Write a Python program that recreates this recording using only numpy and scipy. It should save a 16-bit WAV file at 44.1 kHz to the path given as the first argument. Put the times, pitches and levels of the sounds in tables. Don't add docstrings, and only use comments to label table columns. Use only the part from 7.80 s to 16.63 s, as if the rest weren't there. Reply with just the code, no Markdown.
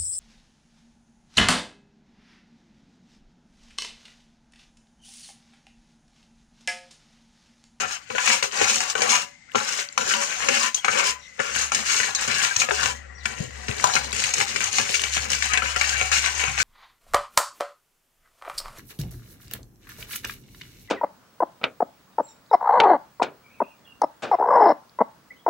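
import sys
import numpy as np
from scipy import signal
from scipy.fft import rfft, irfft, next_fast_len
from scipy.io import wavfile
from scipy.ndimage import uniform_filter1d

SR = 44100
rng = np.random.default_rng(int(sys.argv[2]) if len(sys.argv) > 2 else 0)


def materialize(psi):
    bounded = np.clip(np.atleast_2d(psi).T, -1, 1)
    quanta = np.round(bounded * 32767).astype(np.int16)
    wavfile.write(sys.argv[1], SR, quanta)


N = 389403
T = np.arange(N) / SR
RIGHT_LAG_SAMPLES = 46


def gain_of(db):
    return 10 ** (np.asarray(db) / 20)


def evened(x):
    return x / np.sqrt(np.mean(x ** 2) + 1e-20)


def read(points, hz):
    table_hz, value = np.transpose(points)
    return np.interp(np.log(hz + 1), np.log(table_hz + 1), value)


def follow(rows):
    time_s, *columns = np.transpose(rows)
    return [np.interp(T, time_s, column) for column in columns]


def add(mix, start_s, sound):
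    part = mix[..., round(start_s * SR):][..., :sound.shape[-1]]
    part += sound[..., :part.shape[-1]]


def wander(ms, count=1):
    size = max(int(ms * SR / 16000), 2)
    slow = rng.standard_normal((count, N // 16 + 1))
    slow = uniform_filter1d(uniform_filter1d(slow, size), size)
    return evened(np.repeat(slow, 16, axis=1)[:, :N])


def causal(db):
    cepstrum = irfft(db * np.log(10) / 20)
    half = cepstrum.shape[-1] // 2
    cepstrum[..., 1:half] *= 2
    cepstrum[..., half + 1:] = 0
    return np.exp(rfft(cepstrum))


def resonate(x, hz, width_hz):
    turn = np.exp(2j * np.pi * np.cumsum(hz) / SR)
    pole = np.exp(-np.pi * width_hz / SR)
    return 2 * (turn * signal.lfilter([1 - pole], [1, -pole], x / turn)).real


def narrow(hz, width_hz):
    noise = rng.standard_normal(len(hz))
    return evened(resonate(resonate(noise, hz, width_hz), hz, width_hz))


def ports(x, left_over_right_db):
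    side = gain_of(left_over_right_db / 2)
    return np.array([x * side, np.roll(x, RIGHT_LAG_SAMPLES) / side])


# [s, Hz]
AIR_POCKET = [(0.0, 1530), (0.32, 2440), (0.34, 1610), (0.59, 2430), (0.71, 1710), (0.91, 2400),
              (1.15, 1440), (1.4, 2700), (1.79, 1430), (1.89, 2100), (2.24, 1650), (2.43, 2050),
              (2.48, 1450), (2.63, 1960), (3.1, 1530), (3.25, 2170), (3.91, 1480), (3.98, 2100),
              (4.62, 1670), (4.78, 1240), (4.82, 2580), (4.92, 1480), (5.93, 1960), (6.05, 1510),
              (6.17, 2030), (7.62, 2250), (7.72, 1640), (7.8, 2430), (8.14, 1630), (8.21, 2300),
              (8.56, 1920), (8.66, 2440), (8.83, 2090)]
POCKET_RISE_HZ = 200
WIRES_HZ = 6790
# [s, multiplier; below 0 inverts the filter]
TONE_CHANGE = [(0, 0.17), (3.5, -0.2), (5.2, 0.82), (8.83, 0.44)]
# [Hz, dB]
TONE_FILTER = [(150, 10), (230, -2), (330, 1.5), (520, -8), (750, 2), (1000, -2.5), (1350, -5.5),
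               (1600, -1.5), (2400, -2.5), (3200, -3), (4200, -1), (5400, -4), (6600, -2.5)]


def whisk():
    rings = bowl()
    count, size = rings.shape[1], rings.shape[-1]
    level_db, along = sweeps()
    force = (scrape(count, level_db) + strikes(count, level_db)).reshape(-1, N)

    blocks = np.pad(force, ((0, 0), (0, -N % size)))
    blocks = blocks.reshape(len(force), -1, size).astype(np.float32)
    force_spectrum = rfft(blocks, 2 * size)
    ring_spectrum = rfft(rings.reshape(-1, 2, size), 2 * size)
    rung = np.einsum("kbf,kpf->pbf", force_spectrum, ring_spectrum)

    hz = np.fft.rfftfreq(2 * size, 1 / SR)
    delay_s = .0015 * rng.random((rung.shape[1], 1)) * (1 - read(PORT_LIKENESS, hz))
    rung[1] *= np.exp(-2j * np.pi * hz * delay_s)
    vary_db = 1.6 * evened(uniform_filter1d(rng.standard_normal(rung.shape[1:]), size=60))
    tone_db = follow(TONE_CHANGE)[0][::size, None] * read(TONE_FILTER, hz)
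    rung = irfft(rung * causal(vary_db + tone_db)).reshape(2, -1, 2, size)

    head, tail = rung[:, :, 0].reshape(2, -1), rung[:, :, 1].reshape(2, -1)
    out = (head + np.pad(tail, ((0, 0), (size, 0)))[:, :head.shape[1]])[:, :N]
    out = out + 0.5 * resonate(out, WIRES_HZ + 0 * T, 670)
    pocket_hz = follow(AIR_POCKET)[0] + POCKET_RISE_HZ * along
    return out + 0.71 * resonate(out, pocket_hz, 297)


# [s, s, dB x 5, dB/s]
WIRE_SWEEPS = [(0.001, 0.099, -31, -20.5, -14, -9.5, -10.5, 260),
               (0.07, 0.087, -38.5, 3.5, -38, -5, 2, 320), (0.201, 0.098, -53, 0, -24, -24, -4, 250),
               (0.296, 0.028, -41, 10, -26, -24, -1.5, 210), (0.356, 0.081, -29, 1, -23, -16, -5, 140),
               (0.453, 0.14, -28.5, -9.5, -16.5, -6.5, 1.5, 320),
               (0.621, 0.0081, -35, 23.5, -23, -5, 3.5, 324), (0.726, 0.17, -27, 5, -18.5, -7.5, -3.5, 300),
               (0.882, 0.16, -34, -9, -11.5, -9, 4.5, 150), (1.005, 0.045, -36, 8, -30, 1, 2, 240),
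               (1.092, 0.037, -36, -8, -33, -16, 5, 370), (1.161, 0.16, -30, 1, -11, -0.5, -3.5, 250),
               (1.293, 0.1, -25.5, -6, -20.5, -11, -1, 260), (1.417, 0.038, -39, -16, -16, -9, -0.5, 300),
               (1.504, 0.26, -66, 15, -16, -27, -11, 244), (1.763, 0.079, -32, -2, -17, -5.5, -2.5, 260),
               (1.838, 0.16, -32.5, -2.5, -20, -13, -0.5, 261), (1.979, 0.05, -33.5, 0, -30, -15, 1.5, 430),
               (2.031, 0.12, -49.5, 6, -32, -23, -9, 340), (2.196, 0.034, -29.5, 1, -6.5, -11, -4.5, 250),
               (2.242, 0.11, -29.5, 11.5, -13.5, -11, -0.5, 280),
               (2.397, 0.037, -28.5, 6, -30, -8.5, -1.5, 310),
               (2.473, 0.074, -32.5, 4, -18.5, -13, -2.5, 280), (2.557, 0.1, -31.5, 6, -18, -6, -2, 320),
               (2.64, 0.083, -32.5, 5, -6.5, -22, -3.5, 280), (2.689, 0.18, -26, 8.5, -30, -11.5, -3, 383),
               (2.939, 0.042, -51, 14, -36, 0, 10, 338), (3.058, 0.16, -28.5, 6.5, -14.5, -7.5, -5, 250),
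               (3.169, 0.044, -23, -0.5, -29, -7.5, -7, 140), (3.238, 0.067, -29, 1.5, -21, -30, 3, 496),
               (3.36, 0.19, -58, 11, -14, -22, -5, 319), (3.603, 0.16, -36, -5, -14, -7, -4.5, 277),
               (3.75, 0.14, -33, -8.5, -19.5, -12, 2.5, 500),
               (3.936, 0.093, -30, -4, -13.5, -12, -2.5, 270), (4.058, 0.14, -28, 5, -20.5, -12.5, 1, 228),
               (4.208, 0.13, -31, -6, -20, -8.5, -1, 320), (4.351, 0.091, -33, 13.5, -20, -10, -0.5, 270),
               (4.483, 0.086, -28.5, -6, -11.5, -11.5, -5, 260),
               (4.555, 0.16, -25.5, -4, -27.5, -13, -1.5, 100),
               (4.761, 0.056, -34, 18.5, -9.5, -10, 0.5, 245), (4.9, 0.16, -30.5, 2, -16.5, -13, -1.5, 240),
               (4.998, 0.098, -26.5, 0.5, -13, -9, -3, 247), (5.17, 0.37, -56, -9, -3.5, -0.5, -27, 280),
               (5.459, 0.22, -40, -11.5, -13, -9, -3.5, 240), (5.58, 0.082, -47, -2, 4, -23, 1.5, 140),
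               (5.71, 0.3, -47, 0, -6, -2, -1, 250), (5.879, 0.03, -33.5, 6, -7, -9, -2.5, 130),
               (5.97, 0.34, -35.5, -7, -10.5, -7.5, -0.5, 100), (6.05, 0.069, -41.5, 5, -17, 9.5, -14, 250),
               (6.141, 0.041, -27.5, -1, -9, -6.5, -1.5, 200), (6.225, 0.037, -45.5, 3, 0, -5, 6, 98),
               (6.32, 0.18, -30, 4.5, -18, -13.5, 1.5, 360), (6.535, 0.094, -28, 11, -14, -33, -1, 180),
               (6.67, 0.16, -33, 3, -13, -18, -0.5, 290), (6.816, 0.11, -33, -16, -27, -11, 0.5, 280),
               (6.93, 0.15, -30, -5, -13.5, -15, 0.5, 240), (7.063, 0.088, -34.5, 19, -16, -22, 2.5, 240),
               (7.186, 0.11, -32.5, 0, -18, -14, 1.5, 230), (7.309, 0.074, -32, 7, -24, -32, 3.5, 320),
               (7.4, 0.082, -34, 3, -12.5, -12, -1, 320), (7.506, 0.049, -29.5, 4, -16, -18, 3.5, 130),
               (7.615, 0.057, -28.5, 5.5, -26, -14.5, -2, 102),
               (7.711, 0.084, -22.5, -0.5, -27, -15, -14.5, 220),
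               (7.823, 0.13, -28.5, -7, -19.5, -13.5, -6.5, 280),
               (7.964, 0.14, -26.5, 2, -29, -10.5, -4, 300),
               (8.092, 0.2, -26, -0.5, -21.5, -15.5, -6.5, 120),
               (8.323, 0.093, -22, -7, -28, -19, -4.5, 218.7),
               (8.434, 0.037, -26, 4.5, -24.5, -9.5, -1, 96), (8.553, 0.12, -26, 7, -26, -13.5, -6.5, 191),
               (8.696, 0.18, -33, -4, -21, -12, -7.5, 250), (8.782, 0.039, -25.5, -1, -14, -21, -1, 253)]
ARCH_DB, RISE_DB_PER_S = 4.5, 559
CLANK_DB = -5.5
RING_RISE_DB, SIZZLE_FALL_DB = 2.5, 1.5


def sweeps():
    t = T[::64]
    columns = np.transpose(WIRE_SWEEPS)[..., None]
    start_s, length_s, db, swell_db, boom_db, ring_db, sizzle_db, fall_db_per_s = columns
    along = np.clip((t - start_s) / length_s, 0, 1) - .5
    db = db + swell_db * along - ARCH_DB * (2 * along) ** 2
    db = db - RISE_DB_PER_S * np.maximum(start_s - t, 0)
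    db = db - fall_db_per_s * np.maximum(t - start_s - length_s, 0)
    colour_db = [boom_db + 0 * along, ring_db + RING_RISE_DB * along,
                 CLANK_DB + 0 * along, sizzle_db - SIZZLE_FALL_DB * along]
    power = gain_of(2 * (db + np.array(colour_db))) + 1e-20
    phase = (power[2] * along).sum(0) / power[2].sum(0)
    level_db = np.array([np.interp(T, t, 10 * np.log10(p)) for p in power.sum(1)])
    return level_db, np.interp(T, t, phase)


def nearness(count, sharp):
    turns = 2.3 * T - np.arange(count)[:, None] / count
    share = np.exp(sharp * np.cos(2 * np.pi * turns))
    return share / np.sqrt((share ** 2).sum(0))


def scrape(count, level_db):
    wires = rng.standard_normal((count, N))
    where, size = rng.random((2, 3000))
    tick = 5.4 * gain_of(-4.5 * np.log(size + 0.099))
    wires.flat[(where * wires.size).astype(int)] += tick
    wires = wires * nearness(count, 0.64)
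    slips = gain_of(0.77 * wander(2.05) + 2.23 * wander(21.6, count=4))
    level = gain_of(level_db + lifting())
    return (level * evened(slips))[:, None] * wires / np.sqrt((wires ** 2).sum(0).mean())


LIFT_DB = 6


def lifting():
    out, ramp = np.zeros(N), np.linspace(0, 1, 900) ** 3.0
    for start_s, *_ in WIRE_STRIKES:
        add(out, start_s - len(ramp) / SR, -LIFT_DB * ramp)
    return out


# [s, dB, then dB over the blow]
WIRE_STRIKES = [(0.303, -17, -17, -7, -13, -23), (0.3493, -21.5, -9, -6, -6, -19),
                (0.382, -8, -40, -19, -9, -20.5), (0.4574, -10, -36, -29, -13, -14),
                (0.4748, -8, -33, -22, -11, -19), (0.5, -8.5, -20, -17, -9, -17),
                (0.626, -10.5, -22, -10, -14, -9.5), (0.813, -8, -9.5, -12.5, -12, -18),
                (0.8428, -9.5, -22, -35, -8.5, -9), (0.8965, -11.5, -24, -19, -13, -10),
                (0.957, -16, -28, -25, -26, -1), (1.0038, -12, -46, -9.5, -10, -8),
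                (1.099, -16, -40, -21, -28, -4.5), (1.1528, -12.5, -17, -6, -12, -17),
                (1.2058, -18.5, -24, -16, -7, -6), (1.2193, -5.5, -20, -13.5, -14, -11),
                (1.2944, -17, -35, -13, -19, -2), (1.3524, -12, -28, -23, -10, -10),
                (1.7476, -14, -4.5, -7, -10, -26), (1.755, -12.5, -12.5, -6, -8, -9.5),
                (1.9878, -16.5, -20, -10, -3, -21), (2.1765, -7, -28, -14, -14.5, -9.5),
                (2.3085, -15, -36, -27, -7.5, -26), (2.3367, -9, -27, -25, -10, -21),
                (2.4202, -17.5, -39, -22, -25, -9), (2.6864, -7, -19, -16, -11, -11),
                (2.7697, -11.5, -32, -17, -7, -22), (2.8308, -11.5, -34, -23, -9, -8),
                (2.9446, -12.5, -47.5, -26, -38, -8), (3.046, -6.5, -26, -11, -10.5, -15),
                (3.0818, -7.5, -14, -13, -8.5, -29), (3.1727, -18, -30, -14, -7, -23),
                (3.594, -18.5, -9, -8.5, -11, -20), (3.601, -8.5, -22.5, -10, -14, -24),
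                (3.7613, -16, -28, -8.5, -8.5, -20), (3.919, -15.5, -17, -2.5, -7, -7.5),
                (3.9468, -12, -37, -33, -12.5, -2.5), (4.199, -11.5, -19, -14, -6, -21),
                (4.231, -11, -38, -25, -7, -20), (4.35, -10, -32, -24, -28, -10),
                (4.476, -11.5, -15.5, -16, -13.5, -7.5), (4.547, -14, -36, -29, -11, -8.5),
                (4.6175, -5, -26, -26, -19.5, -25), (4.762, -7, -46, -26, -14, -12),
                (4.803, -7, -23, -34, -23, -9), (4.817, -10, -32, -18, -8, -15),
                (4.8872, -6.5, -19, -24, -18, -43), (4.908, -10, -33, -3.5, -10, -29),
                (5.031, -11.5, -32, -17, -7, -9), (5.058, -9, -36, -17, -7, -11),
                (5.455, -6, -29, -18, -10, -13.5), (5.882, -17.5, -5, -29, -9.5, -12.5),
                (6.0402, -6.5, -35, 2, -16, -9), (6.0704, -15, -16, -6, -30, -6),
                (6.135, -16, -32, -10, -25, -4), (6.1524, -4.5, -23, -32, -17, -10),
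                (6.1648, -7.5, -32, -19, -9.5, -14), (6.3287, -12, -17, -27, -13, -11.5),
                (6.4384, -9.5, -37, -24, -9, -7), (6.5374, -8, -42, -26, -14.5, -4),
                (6.58, -14.5, -33, -30, -12, -5), (6.6012, -13.5, -33, -16, -12, -3),
                (6.6107, -11.5, -13, -15, -12, -9), (6.76, -7, -24, -25, -10, -14),
                (6.805, -13, -24, -20, -15, -21), (6.829, -16.5, -33, -26, -7.5, -17),
                (6.839, -12, -40, -19.5, -22, -10), (6.9836, -7.5, -23, -14.5, -12, -9),
                (6.997, -8, -20, -17, -8.5, -18), (7.093, -16, -12, -20, -16, -6),
                (7.1413, -11.5, -42, -37, -8, -11), (7.15, -16, -39, -30, -9, -12),
                (7.194, -14, -33, -18, -14, -24), (7.2389, -9.5, -35, -19.5, -13, -14.5),
                (7.3673, -7.5, -16, -22, -9, -12), (7.377, -9.5, -27, -14, -8.5, -21),
                (7.502, -15, -25, -25, -23, -3), (7.517, -13.5, -23, -26, -27, -3),
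                (7.532, -11, -44, -18, -10, -10), (7.6238, -12.5, -42, -19, -12, -9),
                (7.7345, -3.5, -43, -31, -13.5, -12.5), (7.7736, -7, -25, -44, -14, -13),
                (7.8206, -14, -15, -7, -10, -31), (7.9608, -6, -23.5, -24, -9.5, -13),
                (8.0114, -6, -42, -20, -8.5, -12), (8.092, -12.5, -37, -27, -13, -6.5),
                (8.2116, -12.5, -12.5, -10, -7, -28), (8.316, -8, -22, -13, -14, -11.5),
                (8.4436, -15, -24, -17, -14, -22), (8.4598, -12.5, -37, -32, -4, -15),
                (8.594, -11, -38, -31, -8, -22), (8.6363, -11.5, -18, -10.5, -13, -23),
                (8.7774, -17, -23, -8, -23, -19), (8.8005, -12, -31, -23, -10, -14)]
TICK_DB, CLATTER_T60_S = 12.5, 0.019
TAPS_PER_S, TAP_DB, TAP_SPREAD_DB = 9, -3, 2


def strikes(count, level_db):
    force, t = np.zeros((4, N)), np.arange(2500) / SR

    def blow():
        clatter = rng.standard_normal(len(t)) * gain_of(-60 * t / CLATTER_T60_S)
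        return clatter + gain_of(TICK_DB) * (t == 0)

    for start_s, blow_db, *register_db in WIRE_STRIKES:
        add(force, start_s, gain_of(blow_db + np.array(register_db))[:, None] * blow())
    for start_s in rng.random(round(TAPS_PER_S * N / SR)) * T[-1]:
        db = level_db[:, round(start_s * SR)] + TAP_DB + TAP_SPREAD_DB * rng.standard_normal(4)
        add(force, start_s, gain_of(db)[:, None] * blow())
    return force[:, None] * nearness(count, 2.13)


# [Hz, dB, s]
CLEAR_MODES = [(233, 9, 0.1), (371.5, 9, 0.06), (420, 10.5, 0.06), (496.5, 9.5, 0.071), (541.6, 9.5, 0.078),
               (571, 3.5, 0.44), (742, 9.5, 0.13), (802, 10, 0.054), (839.4, 7, 0.074), (992, 6, 0.22),
               (1014, 0, 0.23), (1127, -0.5, 0.075), (1270, 4.5, 0.21), (1120, 6.5, 0.037),
               (1146, 8, 0.0037), (1377, 13, 0.087), (1534, 13.5, 0.11), (1700, 8.5, 0.26),
               (1950, -33, 0.18), (2290, 17, 0.072), (2540, -5, 0.054), (3107, 8.5, 0.27),
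               (4000, -20, 0.027), (4060, -23, 0.097), (6650, -13, 0.023), (5800, -23, 0.045)]
# [Hz, s]
DENSE_DECAY = [(200, 0.1), (1000, 0.066), (3000, 0.061), (7000, 0.022), (15000, 0.18)]
# [Hz, dB]
DENSE_LEVEL = [(300, 0), (650, -3.5), (1100, -3.5), (1800, 7)]
REGISTER_CENTRES = [420, 850, 1700, 5000]
# [Hz, dB]
PORT_COLOUR = [(30, -73), (60, -38), (100, -8), (150, -14), (230, -7.5), (310, -14), (390, -8), (540, -8.5),
               (660, -11), (1000, -7.5), (1500, -2), (2200, -2.5), (2800, -1.5), (3300, -6), (3800, -4.5),
               (4300, -3), (5000, -2.5), (5700, -1.5), (6800, 0.5), (8300, -6), (11000, -27), (13700, -31),
               (14700, -23.5)]
# [Hz, dB]
PORT_BALANCE = [(60, 10), (250, 3.5), (500, 8), (1000, 11.5), (2500, 9.5), (4500, 6.5), (6500, 10.5),
                (8500, -2), (12000, -6), (15000, -11)]
# [Hz, 0-1]
PORT_LIKENESS = [(100, 0.76), (550, 1), (800, 0.37), (1400, 0.79), (2000, 0.014), (4000, 0.068)]


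def bowl(count=4, size=8192):
    dense_hz = np.linspace(110, 16000, 480) + rng.uniform(-14, 14, 480)
    clear_hz, clear_db, clear_t60_s = np.transpose(CLEAR_MODES)
    hz = np.r_[dense_hz, clear_hz]
    t60_s = np.r_[read(DENSE_DECAY, dense_hz), clear_t60_s]
    mode_db = np.r_[read(DENSE_LEVEL, dense_hz), clear_db]
    height = gain_of(mode_db) / np.sqrt(t60_s)
    t = np.arange(size) / SR
    rings = np.exp(np.outer(2j * np.pi * hz - np.log(1000) / t60_s, t).astype(np.complex64))

    left, other = np.exp(2j * np.pi * rng.random((2, count, len(hz))))
    reach = gain_of(2.2 * rng.standard_normal(left.shape))
    same = read(PORT_LIKENESS, hz)
    right = same * left + np.sqrt(1 - same ** 2) * other
    right = right * np.exp(-2j * np.pi * hz * RIGHT_LAG_SAMPLES / SR)

    share = np.array([read(list(zip(REGISTER_CENTRES, one)), hz) for one in np.eye(4)]) ** 2
    register = share / np.linalg.norm(share, axis=0)
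    weights = register[:, None, None] * np.stack([left * reach, right * reach], 1) * height
    front = 1 + np.outer([0, 1.1, 1.4, 1.6], np.exp(-t / 0.00058))
    onset = np.minimum(t / 0.00041, 1) * front
    out = (weights.astype(np.complex64) @ rings).real * onset[:, None, None]

    bin_hz = np.fft.rfftfreq(2 * size, 1 / SR)
    mic = causal(read(PORT_COLOUR, bin_hz) + np.outer([.5, -.5], read(PORT_BALANCE, bin_hz)))
    out = irfft(rfft(out, 2 * size) * mic)[..., :size]
    energy = (out.mean(2) ** 2).sum(-1)
    return out / np.sqrt(energy)[:, :, None, None]


EDGE_T60_S = .003


def click(level_db, pitch_hz, edge_db, t60_s):
    t = np.arange(400) / SR
    apart, turn = rng.uniform([1.15, .6], [1.45, .85]), rng.random(2)
    side_tones = np.sin(2 * np.pi * (np.outer(t * pitch_hz, apart) + turn)).sum(1)
    partials = np.sin(2 * np.pi * pitch_hz * t) + .45 * side_tones
    body = partials * gain_of(level_db - 60 * t / t60_s) * np.minimum(t / 0.00044, 1)
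    edge_noise = np.diff(rng.standard_normal(len(t) + 3), n=3) / 4
    edge = edge_noise * gain_of(level_db + edge_db - 60 * t / EDGE_T60_S)
    out = np.zeros((2, len(t)))
    for x, db in zip((body, edge), read(PORT_BALANCE, np.array([pitch_hz, 11000]))):
        out += ports(x, db) * 2 / gain_of(abs(db) / 2)
    return out


# [s, dB, Hz, dB]
WIRE_CLICKS = [(0.3016, -22, 2600, -33), (0.3501, -28, 2920, -26), (0.3815, -10, 2200, -36),
               (0.6255, -20, 2700, -31), (0.7143, -27, 3040, -30), (0.7213, -33, 6700, -28),
               (0.815, -16, 2270, -34), (0.8977, -12, 2620, -30), (0.9585, -18, 7700, -29),
               (1.0046, -20, 4650, -31), (1.102, -24, 5880, -26), (1.1003, -31, 6210, -27),
               (1.154, -18, 2960, -29), (1.18, -20, 2950, -25), (1.2203, -11, 4650, -25),
               (1.2932, -15, 2520, -31), (1.697, -39, 2000, -32), (1.718, -34, 2860, -10),
               (1.7534, -16.5, 3080, -33), (1.7833, -18, 2180, -30), (2.088, -24, 4600, -42),
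               (2.125, -39, 2100, -35), (2.1775, -16, 2310, -35), (2.3366, -11.5, 2970, -28),
               (2.419, -22, 7000, -31), (2.6857, -14.5, 2970, -29), (2.831, -16, 6300, -28),
               (2.9453, -12.5, 6070, -37), (3.0462, -21, 2140, -31), (3.0814, -17, 2680, -34),
               (3.1737, -16, 3020, -32), (3.593, -37, 6260, -42), (3.593, -22, 2590, -38),
               (3.5997, -19, 2000, -30), (3.7524, -17, 3060, -30), (3.853, -23, 6800, -23),
               (3.9195, -30, 2260, -23), (3.9472, -17, 6300, -31), (4.0696, -28, 6540, -22),
               (4.2318, -22, 6400, -27), (4.349, -14.5, 5540, -32), (4.3944, -22, 2950, -26),
               (4.4767, -20, 6420, -32), (4.5132, -14, 2240, -32), (4.5436, -18, 4240, -26),
               (4.617, -15, 2670, -30), (4.7656, -8, 6060, -32), (4.802, -12, 6500, -30),
               (4.8, -12.5, 5850, -34), (4.8888, -20, 2590, -43), (4.9106, -16, 2630, -37),
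               (5.0588, -14, 2640, -29), (5.3, -42, 2020, -36), (5.457, -14, 2550, -35),
               (5.7075, -30, 2000, -32), (5.8825, -29, 5530, -26), (5.883, -20, 2230, -33),
               (5.9125, -18, 2540, -32), (5.9988, -19, 2040, -26), (6.0417, -9.5, 6050, -25),
               (6.0696, -19, 4050, -32), (6.138, -18, 4170, -28), (6.3285, -27, 2000, -29),
               (6.3283, -28, 2240, -30), (6.368, -20, 6170, -30), (6.439, -29, 6700, -31),
               (6.537, -20, 6400, -32), (6.5804, -22, 6700, -27), (6.6118, -11.5, 2090, -30),
               (6.76, -13, 2020, -34), (6.8053, -17, 2610, -31), (6.8412, -13.5, 6590, -28),
               (6.9295, -15, 6430, -28), (6.9837, -14, 2120, -30), (7.0918, -18, 2470, -27),
               (7.1412, -17, 2050, -26), (7.195, -14, 2840, -33), (7.2376, -13.5, 2860, -32),
               (7.3657, -16, 2200, -30), (7.5022, -22, 6600, -29), (7.5323, -10.5, 2900, -32),
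               (7.6238, -10.5, 2260, -32), (7.7365, -16, 2070, -33), (7.7742, -5.5, 2500, -37),
               (7.822, -17, 2260, -34), (7.859, -14, 2190, -32), (7.9613, -23, 2060, -28),
               (8.0097, -21, 2690, -31), (8.096, -17, 6540, -31), (8.213, -18, 2670, -32),
               (8.3165, -17, 2430, -28), (8.4414, -17, 2130, -29), (8.595, -14, 2250, -32),
               (8.6388, -12, 2480, -35), (8.7782, -15, 2580, -33)]
GRIT_PITCHES = [1600, 2700, 4300, 6490, 6720]
CLICK_T60_S, GRIT_T60_S = .01, .006
GRIT_PER_S, GRIT_DB, GRIT_SPREAD_DB, GRIT_EDGE_DB = 320, 6, 2.6, -20


def clicks():
    out, sizzle_db = np.zeros((2, N)), sweeps()[0][3]
    for start_s, *row in WIRE_CLICKS:
        add(out, start_s, click(*row, CLICK_T60_S))
    for when, pitch, bend, size in rng.random((round(GRIT_PER_S * N / SR), 4)):
        db = sizzle_db[int(when * N)] + GRIT_DB - GRIT_SPREAD_DB * np.log(size + 0.054)
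        pitch_hz = GRIT_PITCHES[int(pitch * len(GRIT_PITCHES))] * (0.887 + 0.25 * bend)
        add(out, when * T[-1], click(db, pitch_hz, GRIT_EDGE_DB, GRIT_T60_S))
    return out


def heard(x, hz):
    db = read(PORT_BALANCE, hz)
    lag_turn = np.exp(2j * np.pi * hz * RIGHT_LAG_SAMPLES / SR)
    mean = abs(gain_of(db / 2) + lag_turn / gain_of(db / 2)) / 2
    return ports(np.pad(x, (0, RIGHT_LAG_SAMPLES)), db) / mean


# [s, s, Hz, dB]
SINGING_MODES = [(0.0, 0.09, 740, -52), (0.0, 0.13, 1359, -43), (0.292, 0.15, 500, -45.5),
                 (0.313, 0.071, 223, -48), (0.352, 0.08, 1444, -34.5), (0.347, 0.09, 1006, -36.5),
                 (0.483, 0.072, 233, -40), (0.49, 0.086, 526, -38.5), (0.622, 0.061, 525, -40),
                 (0.512, 0.11, 2140, -38.5), (0.516, 0.04, 954, -29.5), (0.63, 0.071, 405, -46),
                 (0.816, 0.063, 811, -33.5), (0.966, 0.15, 742, -40.5), (1.215, 0.059, 493, -35),
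                 (1.167, 0.18, 744, -39), (1.228, 0.05, 1390, -35), (1.264, 0.14, 233, -47),
                 (1.324, 0.048, 997, -30.5), (1.764, 0.075, 848, -36), (2.175, 0.05, 525.3, -38.5),
                 (2.176, 0.059, 1402, -33), (2.343, 0.069, 970, -31), (2.348, 0.11, 562, -39.5),
                 (2.353, 0.085, 230, -41.5), (2.554, 0.11, 740, -47), (2.661, 0.19, 555.5, -40),
                 (2.687, 0.1, 801, -38), (2.696, 0.18, 235.5, -42.5), (2.816, 0.096, 1017, -34),
                 (3.165, 0.091, 571, -44), (3.241, 0.13, 1015, -37), (3.58, 0.083, 490, -46),
                 (3.59, 0.025, 1740, -31), (3.593, 0.035, 1446, -38), (4.085, 0.057, 1404, -36),
                 (4.258, 0.11, 1413, -41), (4.55, 0.1, 1660, -34), (4.634, 0.03, 1405, -30),
                 (4.62, 0.061, 2981, -35), (4.709, 0.028, 1600, -30), (4.777, 0.2, 1250, -45),
                 (4.915, 0.052, 412, -36), (4.93, 0.043, 742, -42), (5.104, 0.063, 1692, -47),
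                 (6.054, 0.13, 740, -37), (6.399, 0.18, 730, -50), (6.588, 0.11, 797, -41),
                 (6.602, 0.061, 880, -39), (7.691, 0.046, 1255, -35), (7.772, 0.042, 1555, -32),
                 (7.957, 0.052, 741, -39), (7.817, 0.096, 981, -41), (7.825, 0.052, 1510, -39.0),
                 (7.866, 0.099, 1605, -42), (8.127, 0.025, 1600, -28), (8.21, 0.071, 750, -36),
                 (8.308, 0.029, 760, -38), (8.635, 0.069, 747, -37), (8.669, 0.13, 210, -47.5)]
SING_RISE_SHARE, SING_FALL_DB, SING_WIDTH_HZ = 0.13, 11, 21


def singing():
    out = np.zeros((2, N))
    for start_s, length_s, hz, db in SINGING_MODES:
        u = np.arange(round(1.8 * length_s * SR)) / (length_s * SR)
        rise = np.sin(np.pi / 2 * np.minimum(u / SING_RISE_SHARE, 1))
        shape = rise * gain_of(db - SING_FALL_DB * u ** 3)
        tone = np.sqrt(2) * np.sin(2 * np.pi * (hz * u * length_s + rng.random()))
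        voice = evened(tone + 0.67 * narrow(hz + 0 * u, SING_WIDTH_HZ))
        add(out, start_s, heard(shape * voice, hz))
    return out


# [s, Hz, dB, s]
WIRE_TINGS = [(2.1263, 7300, -28, 0.009), (2.946, 6300, -24, 0.1), (2.95, 6900, -28, 0.09),
              (4.348, 5750, -24, 0.04), (4.352, 4200, -27, 0.06), (4.354, 6400, -27, 0.1),
              (4.36, 3790, -33, 0.2), (4.477, 6500, -26, 0.05)]


def tings():
    out, t = np.zeros((2, N)), np.arange(6000) / SR
    for start_s, hz, db, t60_s in WIRE_TINGS:
        tone = 0.4 * np.sin(2 * np.pi * hz * t) + narrow(hz + 0 * t, 300)
        shape = gain_of(db - 60 * t / t60_s) * np.minimum(t / 0.00062, 1)
        add(out, start_s, heard(shape * tone, hz))
    return out


# [s, dB, Hz, s]
TABLE_BUMPS = [(4.768, -34.5, 114.6, 0.099), (5.603, -13.5, 159, 0.05), (5.64, -37, 119, 0.32),
               (5.891, -20.5, 120, 0.079), (6.033, -35, 96.9, 0.065), (7.376, -39, 177, 0.067),
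               (8.678, -34, 135, 0.31)]


def bumps():
    out, t = np.zeros(N), np.arange(6000) / SR
    for start_s, db, hz, t60_s in TABLE_BUMPS:
        swing = np.sin(2 * np.pi * hz * t) + 0.54 * np.sin(2 * np.pi * hz * 0.81 * t)
        add(out, start_s, gain_of(db - 60 * t / t60_s) * swing * np.minimum(t / 0.0067, 1))
    return ports(out, 7.5)


# [s, s, Hz, Hz, Hz, dB]
GLIDING_TONES = [(1.67, .07, 1200, 2000, 150, -56), (2.955, .07, 3330, 3180, 110, -41),
                 (3.01, .035, 2950, 2940, 90, -52), (3.37, .15, 5790, 5760, 130, -57),
                 (3.40, .09, 3900, 3400, 900, -56), (5.33, .1, 5720, 5690, 130, -56),
                 (5.37, .07, 5300, 3200, 900, -54)]


def glides():
    out = np.zeros(N)
    for start_s, length_s, start_hz, end_hz, width_hz, db in GLIDING_TONES:
        glide_hz = np.linspace(start_hz, end_hz, round(length_s * SR))
        shape = gain_of(db) * signal.windows.tukey(len(glide_hz), .6)
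        add(out, start_s, shape * narrow(glide_hz, width_hz))
    return ports(out, 12.0)


# [s, dB]
HUM_LEVEL = [(0.0, -56), (0.34, -83), (0.52, -64), (0.93, -74), (0.98, -60), (1.99, -106), (2.24, -66),
             (2.53, -82), (2.61, -54), (2.97, -89), (3.32, -53), (3.56, -74), (3.79, -48), (4.28, -64),
             (4.33, -61), (4.48, -52), (4.84, -73), (4.94, -45), (5.43, -45), (5.68, -56), (5.75, -42.5),
             (6.03, -49), (6.08, -61), (6.24, -42), (6.34, -41), (6.42, -51), (7.08, -58), (7.33, -41.5),
             (8.73, -41), (8.83, -42)]
HUM_HZ, HUM_WAVER_HZ, HUM_WAVER_DB = 70, 1.32, 1.5


def hum():
    hz = HUM_HZ + HUM_WAVER_HZ * wander(55)[0]
    db = follow(HUM_LEVEL)[0] + HUM_WAVER_DB * wander(40)[0]
    tone = np.sqrt(2) * np.sin(2 * np.pi * np.cumsum(hz) / SR)
    return ports(gain_of(db) * tone, 6.0)


# [s, Hz, dB]
THIN_WHISTLE = [(0, 2060, -62), (1.6, 2070, -58), (3.5, 2030, -54), (5.3, 1930, -50), (5.8, 1930, -51),
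                (8.83, 1950, -50)]
WHISTLE_WAVER_HZ = 24


def whistle():
    hz, db = follow(THIN_WHISTLE)
    thin = narrow(hz + WHISTLE_WAVER_HZ * wander(14)[0], 170)
    return ports(gain_of(db) * thin, 12.0)


# [Hz, relative dB per Hz]
FLOOR_SHAPE = [(18, -31), (30, 2), (87, 4.5), (139, 8.5), (265, 6.5), (320, -3), (380, -17), (500, -28),
               (750, 1), (1140, -10), (2000, 2), (2600, -3), (5900, -3), (8000, -1), (10000, -55),
               (15000, -69)]
FLOOR_DB = -56.5


def floor():
    size = next_fast_len(N)
    hz = np.fft.rfftfreq(size, 1 / SR)
    left, other = rfft(rng.standard_normal((2, size)))
    same = read(PORT_LIKENESS, hz)
    pair = np.array([left, same * left + np.sqrt(1 - same ** 2) * other])
    pair = pair * gain_of(read(FLOOR_SHAPE, hz) + np.outer([.5, -.5], read(PORT_BALANCE, hz)))
    return gain_of(FLOOR_DB + 1.0 * wander(56)) * evened(irfft(pair, size)[:, :N])


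def scene():
    close = whisk() + clicks() + singing() + tings() + bumps()
    return close + glides() + hum() + whistle() + floor()


EDGE_HZ = 15550


def record(dry):
    edge = signal.firwin(511, EDGE_HZ, window=("kaiser", 9), fs=SR)
    return signal.oaconvolve(np.clip(dry, -.92, .92), edge[None], "same")


dry = scene()
out = record(dry)
materialize(out)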